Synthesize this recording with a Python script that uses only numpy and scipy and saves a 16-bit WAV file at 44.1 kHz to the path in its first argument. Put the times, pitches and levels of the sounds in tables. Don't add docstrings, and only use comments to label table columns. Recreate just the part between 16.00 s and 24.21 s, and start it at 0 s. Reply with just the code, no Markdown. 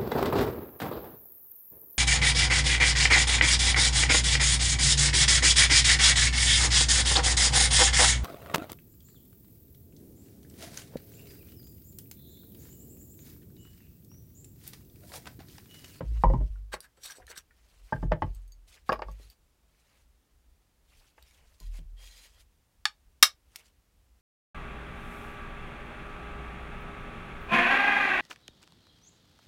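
import sys
import numpy as np
from scipy import signal
from scipy.fft import rfft, irfft, next_fast_len
from scipy.io import wavfile
from scipy.ndimage import uniform_filter1d, map_coordinates

SR = 44100
rng = np.random.default_rng(int(sys.argv[2]) if len(sys.argv) > 2 else 0)


def transcribe(u):
    v = np.clip(np.atleast_2d(u).T, -1, 1)
    q = np.round(v * 32767).astype(np.int16)
    wavfile.write(sys.argv[1], SR, q)


N = 362061

# (frequency [Hz], relative level [dB])
HISS_SPECTRUM = [(60, -19), (110, -1), (620, -12), (1450, -16), (6400, -20.5), (16000, -24)]
RUMBLE_SPECTRUM = [(12, -38), (25, -5.5), (59, 2.5), (86, -8), (125, -22), (260, -51)]
HISS_DB, RUMBLE_DB = -73.5, -66

# (frequency [Hz], relative level [dB])
BRIGHT_SPECTRUM = [(1200, -20.5), (2200, -8), (4270, -3.5), (9700, -7.5), (16000, -15.5)]
BODY_SPECTRUM = [(150, -40.5), (450, -5.5), (1300, -8), (3000, -11), (5000, -37.5)]

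# (start [s], rise [s], hold [s], level [dB])
SLEEVE_MOVES = [(.001, 0.0012, 0.13, -67.5), (0.087, 0.14, 0.004, -60), (0.279, 0.0089, 0.3, -72.5),
                (1.444, 0.27, 0.081, -69), (1.812, 0.049, 0.18, -66.5), (2.193, 0.031, 0.2, -71),
                (2.665, 0.02, 0.093, -63.5), (2.854, 0.03, 0.029, -63), (3.036, 0.056, 0.24, -71),
                (3.585, 0.38, .04, -69.5), (4.815, 0.15, 0.14, -68), (5.142, 0.044, 0.54, -70),
                (5.363, 0.012, 0.036, -73), (5.705, 0.042, 0.035, -62.5), (7.422, 0.14, .01, -71.5),
                (7.545, 0.02, 0.1, -65.5)]
SLEEVE_FADE_DB_S, SLEEVE_STOP_DB_S = 11.5, 329

# (time [s], level [dB], plank thud against it [dB], contact [ms], favoured pitch [Hz], part [name])
LANDINGS = [(.007, -26, 2, 0.33, 515, "tool"), (0.2366, -9, -6, 0.52, 940, "tool"),
            (0.299, -23.5, 1, 0.65, 510, "tool"), (.336, -26.5, 10.5, 0.75, 933, "tool"),
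            (0.406, -42, 16.5, 0.82, 610, "tool"), (.739, -24.5, -25, 0.21, 1280, "wedge"),
            (1.9237, -19.5, 0, 0.52, 752, "plane"), (1.9281, -24, -18, 0.39, 1590, "plane"),
            (1.961, -40.5, 4.5, 0.33, 1580, "plane"), (2.027, -31.5, 12.5, 0.54, 1100, "plane"),
            (2.1129, -30, -5.5, 1, 600, "plane"), (2.1189, -13, -7, 0.28, 700, "plane"),
            (2.2211, -16.5, -1.5, 0.32, 960, "plane"), (2.8922, -13.5, -17.5, 0.39, 1130, "wedge"),
            (2.896, -15, -27, 0.45, 1500, "wedge"), (2.9206, -19.5, -27.5, 0.2, 500, "wedge"),
            (2.927, -17.5, -28, .25, 1180, "wedge"), (2.957, -34, -26, 0.31, 1090, "wedge"),
            (2.992, -29, -19, 0.47, 1030, "wedge"), (3.02, -22.5, -29, 0.24, 990, "wedge"),
            (3.083, -36, -7.5, 0.88, 1060, "wedge"), (5.18, -46, -31, 0.22, 2110, "plane"),
            (5.608, -58, 11.5, 0.68, 1080, "tool"), (5.786, -55, 15.5, 0.2, 530, "tool")]
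# (frequency [Hz], relative level [dB], ring time factor [1])
PLANK_MODES = [(532, -3, 1.1), (620.3, -1, 1.4), (862.5, 7.5, 0.7), (1136, -8, 0.67), (1350, -6.5, 0.64)]
PART_MODES = {"tool": [(936, -4, 2.25), (1026.5, 0, 1.5), (1938, -4.5, 1.7), (2280, -9, 1.6),
              (2940, -10.5, 1.52)], "plane": [(1028, -4.5, .7), (1600, -3, 1.82), (1770, -1.5, 1.5),
              (2040, -9.5, 1.5), (3050, -9.5, 2.135)], "wedge": [(1120, -2.5, 1.1), (1640, 0, 0.85),
              (2780, -4.5, 0.95)]}
STEEL_MODES_HZ = (4723, 4940, 5155)
STEEL_LEVEL_DB = {"tool": -32.5, "plane": -29.5, "wedge": -20}
# (frequency [Hz], relative level [dB])
THUD_MODES = [(92, -8), (126, -2), (160, -1)]
RATTLE_DB, RATTLE_T60_S, RATTLE_LOW_HZ = -13.5, 0.058, 150.7
THUD_BAND_HZ, THUD_NOISE_DB, THUD_T60_S = (140, 350), -14.5, 0.16

# (start [s], rise [s], free swing [s], level [dB], nominal pitch [Hz])
SWAYS = [(0.031, 0.083, 0.094, -27, 51.7), (0.237, 0.045, 0.052, -16.5, 46.95),
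         (0.363, 0.027, 0.061, -23.5, 47.64), (0.494, 0.011, 0.25, -33.5, 47.96),
         (1.762, 0.075, 0.027, -50, 44.8), (1.931, 0.18, 0.012, -26, 45.35),
         (2.17, .14, 0.0084, -33.5, 44.4), (2.345, 0.023, 0.32, -39.5, 43.2),
         (2.88, 0.042, 0.14, -43, 49.4), (3.05, 0.019, 0.23, -41.5, 48.75),
         (5.599, 0.094, 0.14, -34.5, 41.06), (5.849, 0.015, 0.45, -39.5, 39.8)]
SWAY_FADE_DB_S, SWAY_STOP_DB_S = 63, 449

# (time [s], level [dB], pitch [Hz])
CLACK_EVENTS = [(0.117, -45.5, 342), (0.557, -54, 1450), (0.845, -48, 1670), (0.976, -54, 524),
                (1.1, -35, 1590), (1.184, -42.5, 500), (1.2, -45, 726), (1.278, -43.5, 1770),
                (1.303, -45, 470), (1.364, -40, 1583), (1.508, -51.5, 1820), (3.198, -48.5, 434.4)]
# (time [s],
# level [dB], main pitch [Hz])
TICK_EVENTS = [(0.8049, -30.5, 9140), (1.0375, -33.5, 4270), (1.268, -37.5, 4100), (2.928, -30, 4950),
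               (5.2255, -43, 3870), (5.31, -46, 2260), (5.602, -38, 4960)]
# (time [s], level [dB])
CLINK_EVENTS = [(2.348, -46), (2.478, -54), (2.521, -46.5), (3.114, -51.5), (3.19, -58.5), (3.2495, -57),
                (3.3005, -44.5)]
LOOSE_MODES_HZ = (4600, 6530, 8080, 9650, 10480, 12030, 14000, 14500)
LOOSE_T60_S = 0.029

# (start [s], rise [s], hold [s], level [dB], body against it [dB], favoured pitch [Hz])
PUSHES = [(0.713, 0.023, 0.0058, -39.5, -6, 1600), (0.804, 0.029, 0.02, -60.5, -4, 1620),
          (0.96, 0.014, 0.046, -68, -4, 8000), (1.01, 0.045, 0.0051, -40, -12, 4430),
          (1.054, 0.029, 0.12, -61, 0, 3800), (1.064, 0.04, 0.02, -49, -25, 5800),
          (1.152, 0.0076, 0.0049, -62, -25, 7860), (1.27, 0.011, 0.031, -56, 0.5, 4400),
          (1.288, 0.028, 0.0032, -54, 3.5, 1570), (1.341, 0.023, .002, -51.5, -4, 8000),
          (1.369, 0.0091, 0.0014, -40, -23, 5600)]
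# (frequency [Hz], width [Hz])
SLOT_RESONANCES = [(1550, 320), (3783, 43), (4400, 54), (5700, 50), (8040, 140)]
SCRAPE_STOP_DB_S, BODY_STOP_DB_S = 958, 450

# (start [s], rise [s], hold [s], level [dB], ringing power share [0-1])
TOOL_TURNS = [(3.189, 0.0054, 0.084, -64.5, 0.23), (5.592, 0.01, 0.069, -62.5, 0.54),
              (5.959, 0.072, 0.012, -54.5, 0.5), (6.025, 0.034, 0.19, -58.5, 0.7),
              (6.213, 0.04, 0.014, -60, 0.34), (6.241, 0.14, 0.029, -64, 0.11)]
# (frequency [Hz], width [Hz], relative level [dB])
GRIP_RESONANCES = [(1910, 27, 0), (3244, 63, -3), (4070, 72, -5.5), (4830, 54, -6.5), (6680, 140, -12.5)]
TURN_STOP_DB_S = 585

SWAY_RISE, SCRAPE_RISE, RUB_RISE = 1.2, 2.3, 1.2

# (time [s], level [dB], contact [ms], favoured iron pitch [Hz], favoured body pitch [Hz])
HAMMER_TAPS = [(6.854, -10.5, 0.14, 5300, 946), (7.227, 8.5, 0.07, 5420, 1230),
               (7.559, -30.5, 0.02, 2970, 1700)]
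# (frequency [Hz], relative level [dB])
IRON_MODES = [(2300, -7), (2770, -6.5), (3180, -5.5), (3740, -0.5), (4495, -1), (5240, -1), (5415, -2),
              (5650, -5), (6890, -12), (7510, -0.5), (8960, -5.5), (9875, -1.5), (11300, -13.5)]
# (frequency [Hz], relative level [dB])
BLOCK_MODES = [(850, -12.5), (1225, -4.5), (1560, -9.5), (1712, -2.5)]

# (frequency [Hz], T60 [s])
ROOM_T60 = [(200, 0.29), (1000, 0.12), (4000, 0.12), (12000, 0.095)]

CEILING, KNEE, LOPSIDED = 0.6, 6, 0.083
DISTORTION_LOW_HZ, TOP_HZ = 220, 16100


def amp(db):
    return 10 ** (np.asarray(db) / 20)


def unit(x):
    return x / np.sqrt(np.mean(x ** 2) + 1e-20)


def along(points, hz):
    f, v = np.transpose(points)
    return np.interp(np.log(hz + 1), np.log(f + 1), v)


def wobble(rate_hz):
    knots = rng.standard_normal(int(N * rate_hz / SR) + 4)
    return map_coordinates(knots, [np.arange(N) * rate_hz / SR])


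def filtered(x, response):
    m = next_fast_len(N + SR // 2)
    return irfft(rfft(x, m) * response(np.fft.rfftfreq(m, 1 / SR)), m)[..., :N]


def noise(spectrum, grain_db=0):
    raw = rng.standard_normal(N) * amp(grain_db * (wobble(40) + wobble(900)))
    z = signal.stft(raw, nperseg=256)[2]
    patches = uniform_filter1d(rng.standard_normal(z.shape), size=4, axis=0)
    patches = unit(uniform_filter1d(patches, size=9, axis=1))
    grainy = signal.istft(z * amp(grain_db * patches), nperseg=256)[1][:N]
    return unit(filtered(grainy, lambda hz: amp(along(spectrum, hz))))


def burst_time():
    return np.arange(SR // 2) / SR


def band_noise(order, band_hz):
    band = signal.butter(order, band_hz, "band", fs=SR, output="sos")
    return unit(signal.sosfilt(band, rng.standard_normal(SR // 2)))


def ring(modes, t60_s, contact_ms, scatter_db, damping=0.21, settle=1):
    t = burst_time()
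    hz, db, *stretch = np.transpose(modes)[:, :, None]
    t60_s = t60_s * np.prod(stretch, axis=0)
    level = db + scatter_db * rng.standard_normal(db.shape)
    level = level - 20 * np.log10(1 + (hz * contact_ms / 500) ** 2)
    decay_db = 60 * t / t60_s * (hz / 1000) ** damping
    y = np.sum(amp(level - decay_db) * np.sin(2 * np.pi * hz * t), axis=0)
    y *= (1 - np.exp(-1000 * t / (settle * contact_ms))) ** 2
    return y / np.abs(y).max()


def favour(modes, centre_hz, boost_db):
    return [(hz, db + boost_db * np.exp(-(np.log2(hz / centre_hz) / 0.22) ** 2), *rest)
            for hz, db, *rest in modes]


def add(track, s, sound):
    track[round(s * SR):][:len(sound)] += sound


def room(x, wet_db):
    hz, t, z = signal.stft(rng.standard_normal(SR // 4), SR, nperseg=256)
    decay = amp(-60 * t / along(ROOM_T60, hz)[:, None])
    tail = signal.istft(z * decay, SR, nperseg=256)[1]
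    delayed = np.pad(x, (130, 0))
    return x + amp(wet_db) * signal.fftconvolve(delayed, tail / np.linalg.norm(tail))[:len(x)]


def swell(rise_s, hold_s, db, power, fade_db_s, stop_db_s):
    t = np.arange(int(SR * (rise_s + hold_s + 60 / stop_db_s))) / SR
    fade_db = fade_db_s * np.clip(t - rise_s, 0, None)
    stop_db = stop_db_s * np.clip(t - rise_s - hold_s, 0, None)
    return np.clip(t / rise_s, 0, 1) ** power * amp(db - fade_db - stop_db)


def through(sound, s, gain):
    return sound[round(s * SR):][:len(gain)] * gain


def rub(resonances, ring_db, grain_db, flicker_db=0, rate_hz=15):
    def responses(f):
        direct = 1 + 0 * f
        peaks = [1j * f * w / (c * c - f * f + 1j * f * w) for c, w, db in resonances]
        return np.array([direct] + peaks)

    shifting = [amp(ring_db + db + flicker_db * wobble(rate_hz)) for c, w, db in resonances]
    gains = np.array([np.ones(N)] + shifting)
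    return [unit(np.sum(gains * filtered(noise(spectrum, grain_db), responses), axis=0))
            for spectrum in (BRIGHT_SPECTRUM, BODY_SPECTRUM)]


def skin_rub():
    return rub([(2300, 1700, 0.01)], ring_db=-4.5, grain_db=2.5, flicker_db=3.5)


def floor():
    rumble = unit(amp(4.3 * wobble(14.0)) * noise(RUMBLE_SPECTRUM))
    return amp(HISS_DB) * noise(HISS_SPECTRUM) + amp(RUMBLE_DB) * rumble


def sleeves():
    out = np.zeros(N + SR)
    bright, body = skin_rub()
    cloth = np.pad(bright + amp(-3.0 + 0.63 * wobble(4.3)) * body, (0, SR))
    for s, rise, hold, db in SLEEVE_MOVES:
        gain = swell(rise, hold, db, RUB_RISE, SLEEVE_FADE_DB_S, SLEEVE_STOP_DB_S)
        add(out, s, through(cloth, s, gain))
    return out[:N]


def knocks():
    out, t = np.zeros(N + SR), burst_time()
    for s, db, thud_db, contact_ms, centre_hz, part in LANDINGS:
        modes = favour(PLANK_MODES + PART_MODES[part], centre_hz, boost_db=13.0)
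        wood_t60_s = 0.019 + 0.046 * contact_ms
        wood = ring(modes, wood_t60_s, contact_ms, scatter_db=2.0, damping=0.2, settle=1.6)
        steel = ring([(hz, 0) for hz in STEEL_MODES_HZ], 0.025, 0.067, scatter_db=6)
        steel = steel * amp(STEEL_LEVEL_DB[part])
        rattle = band_noise(3, [RATTLE_LOW_HZ, np.clip(520 / contact_ms, 400, 9000)])
        rattle = rattle * amp(RATTLE_DB - 60 * t / RATTLE_T60_S)
        rattle = rattle * (1 - np.exp(-1000 * t / contact_ms))
        add(out, s, amp(db) * room(wood + steel + rattle, wet_db=-12.0))
        dull = band_noise(2, THUD_BAND_HZ) * amp(THUD_NOISE_DB - 60 * t / THUD_T60_S)
        late = (1 - np.exp(-t / 0.0037)) ** 2
        planks = late * ring(THUD_MODES, 0.12, 0.67, scatter_db=4.5)
        add(out, s, amp(db + thud_db) * (dull + planks))
    return out[:N]


def sway():
    out = np.zeros(N)
    drift_cycles = np.cumsum(2.3 * wobble(7.2)) / SR
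    for s, rise, free, db, hz in SWAYS:
        gain = swell(rise, free, db, SWAY_RISE, SWAY_FADE_DB_S, SWAY_STOP_DB_S)
        at = round(s * SR) + np.arange(len(gain))
        phase = 2 * np.pi * (hz * at / SR + drift_cycles[at])
        swing = np.sin(phase) + amp(-18.5) * np.sin(2 * phase)
        add(out, s, gain * np.sqrt(2) * swing)
    return out * amp(1.6 * wobble(16))


def clacks():
    out = np.zeros(N + SR)
    for s, db, hz in CLACK_EVENTS:
        modes = [(hz, 0), (1.25 * hz, -9), (0.8 * hz, -9)]
        add(out, s, amp(db - 1.5) * room(ring(modes, 0.03, 0.3, scatter_db=2), wet_db=-5))
    return out[:N]


def slot():
    s, rise, *_, hz = np.transpose(PUSHES)
    pitch_hz = np.exp(np.interp(np.arange(N) / SR, s + rise, np.log(hz)))
    modes = favour([(c, 0, w) for c, w in SLOT_RESONANCES], pitch_hz, boost_db=9)
    return [(c, w, db) for c, db, w in modes]


def scrapes():
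    out = np.zeros(N)
    bright, body = rub(slot(), ring_db=4, grain_db=3, flicker_db=3, rate_hz=30)
    for s, rise, hold, db, body_db, _ in PUSHES:
        bright_gain = swell(rise, hold, db, SCRAPE_RISE, 0, SCRAPE_STOP_DB_S)
        body_gain = swell(rise, hold, db + body_db, SCRAPE_RISE, 0, BODY_STOP_DB_S)
        add(out, s, through(bright, s, bright_gain))
        add(out, s, through(body, s, body_gain))
    return out


def ticks():
    out = np.zeros(N + SR)
    for s, db, hz in TICK_EVENTS:
        modes = [(hz, 0)] + [(f, -7) for f in rng.uniform(3000, 15000, size=14)]
        add(out, s, amp(db - 1.5) * room(ring(modes, 0.02, 0.02, scatter_db=2), wet_db=-7))
    return out[:N]


def clinks():
    out = np.zeros(N + SR)
    modes = [(hz, 0) for hz in LOOSE_MODES_HZ]
    for s, db in CLINK_EVENTS:
        steel = ring(modes, LOOSE_T60_S, 0.018, scatter_db=6.5, damping=0)
        add(out, s, amp(db) * room(steel, wet_db=-5))
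    return out[:N]


def turns():
    out = np.zeros(N)
    tool_bright, tool_body = rub(GRIP_RESONANCES, ring_db=20.5, grain_db=1.8, flicker_db=4, rate_hz=22)
    skin_bright, skin_body = skin_rub()
    tool = tool_bright + amp(-14.0) * tool_body
    skin = skin_bright + amp(-8) * skin_body
    for s, rise, hold, db, share in TOOL_TURNS:
        gain = swell(rise, hold, db, RUB_RISE, 0, TURN_STOP_DB_S)
        add(out, s, through(tool, s, gain * np.sqrt(share)))
        add(out, s, through(skin, s, gain * np.sqrt(1 - share)))
    return out


def taps():
    out, t = np.zeros(N + SR), burst_time()
    small = signal.butter(6, 720, "high", fs=SR, output="sos")
    for s, db, contact_ms, iron_hz, block_hz in HAMMER_TAPS:
        crack = band_noise(2, [1000, np.clip(700 / contact_ms, 2000, 15000)]) * amp(-60 * t / 0.024)
        iron_modes = favour(IRON_MODES, iron_hz, boost_db=4.5)
        iron = ring(iron_modes, 0.027, contact_ms, scatter_db=3.5, damping=0.38)
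        block = ring(favour(BLOCK_MODES, block_hz, boost_db=5.5), 0.052, 0.1, scatter_db=1.0)
        block_db = 1.0 - 38 * np.log10(0.22 / contact_ms)
        blow = iron + 0.48 * crack + amp(block_db) * block
        add(out, s, amp(db) * room(signal.sosfilt(small, blow), wet_db=-12.0))
    return out[:N]


def scene():
    handling = sleeves() + scrapes() + turns()
    blows = knocks() + clacks() + ticks() + clinks() + taps()
    return (floor() + handling + blows + sway())[None]


def record(dry):
    distortion = dry / (1 + np.abs(dry / CEILING) ** KNEE) ** (1 / KNEE) - dry
    distortion = distortion - LOPSIDED * np.abs(distortion)
    lost_bass = filtered(distortion, lambda hz: 1 / (1 + (hz / DISTORTION_LOW_HZ) ** 2))
    return filtered(dry + distortion - lost_bass, lambda hz: 1 / (1 + (hz / TOP_HZ) ** 120))


dry = scene()
out = record(dry)
transcribe(out)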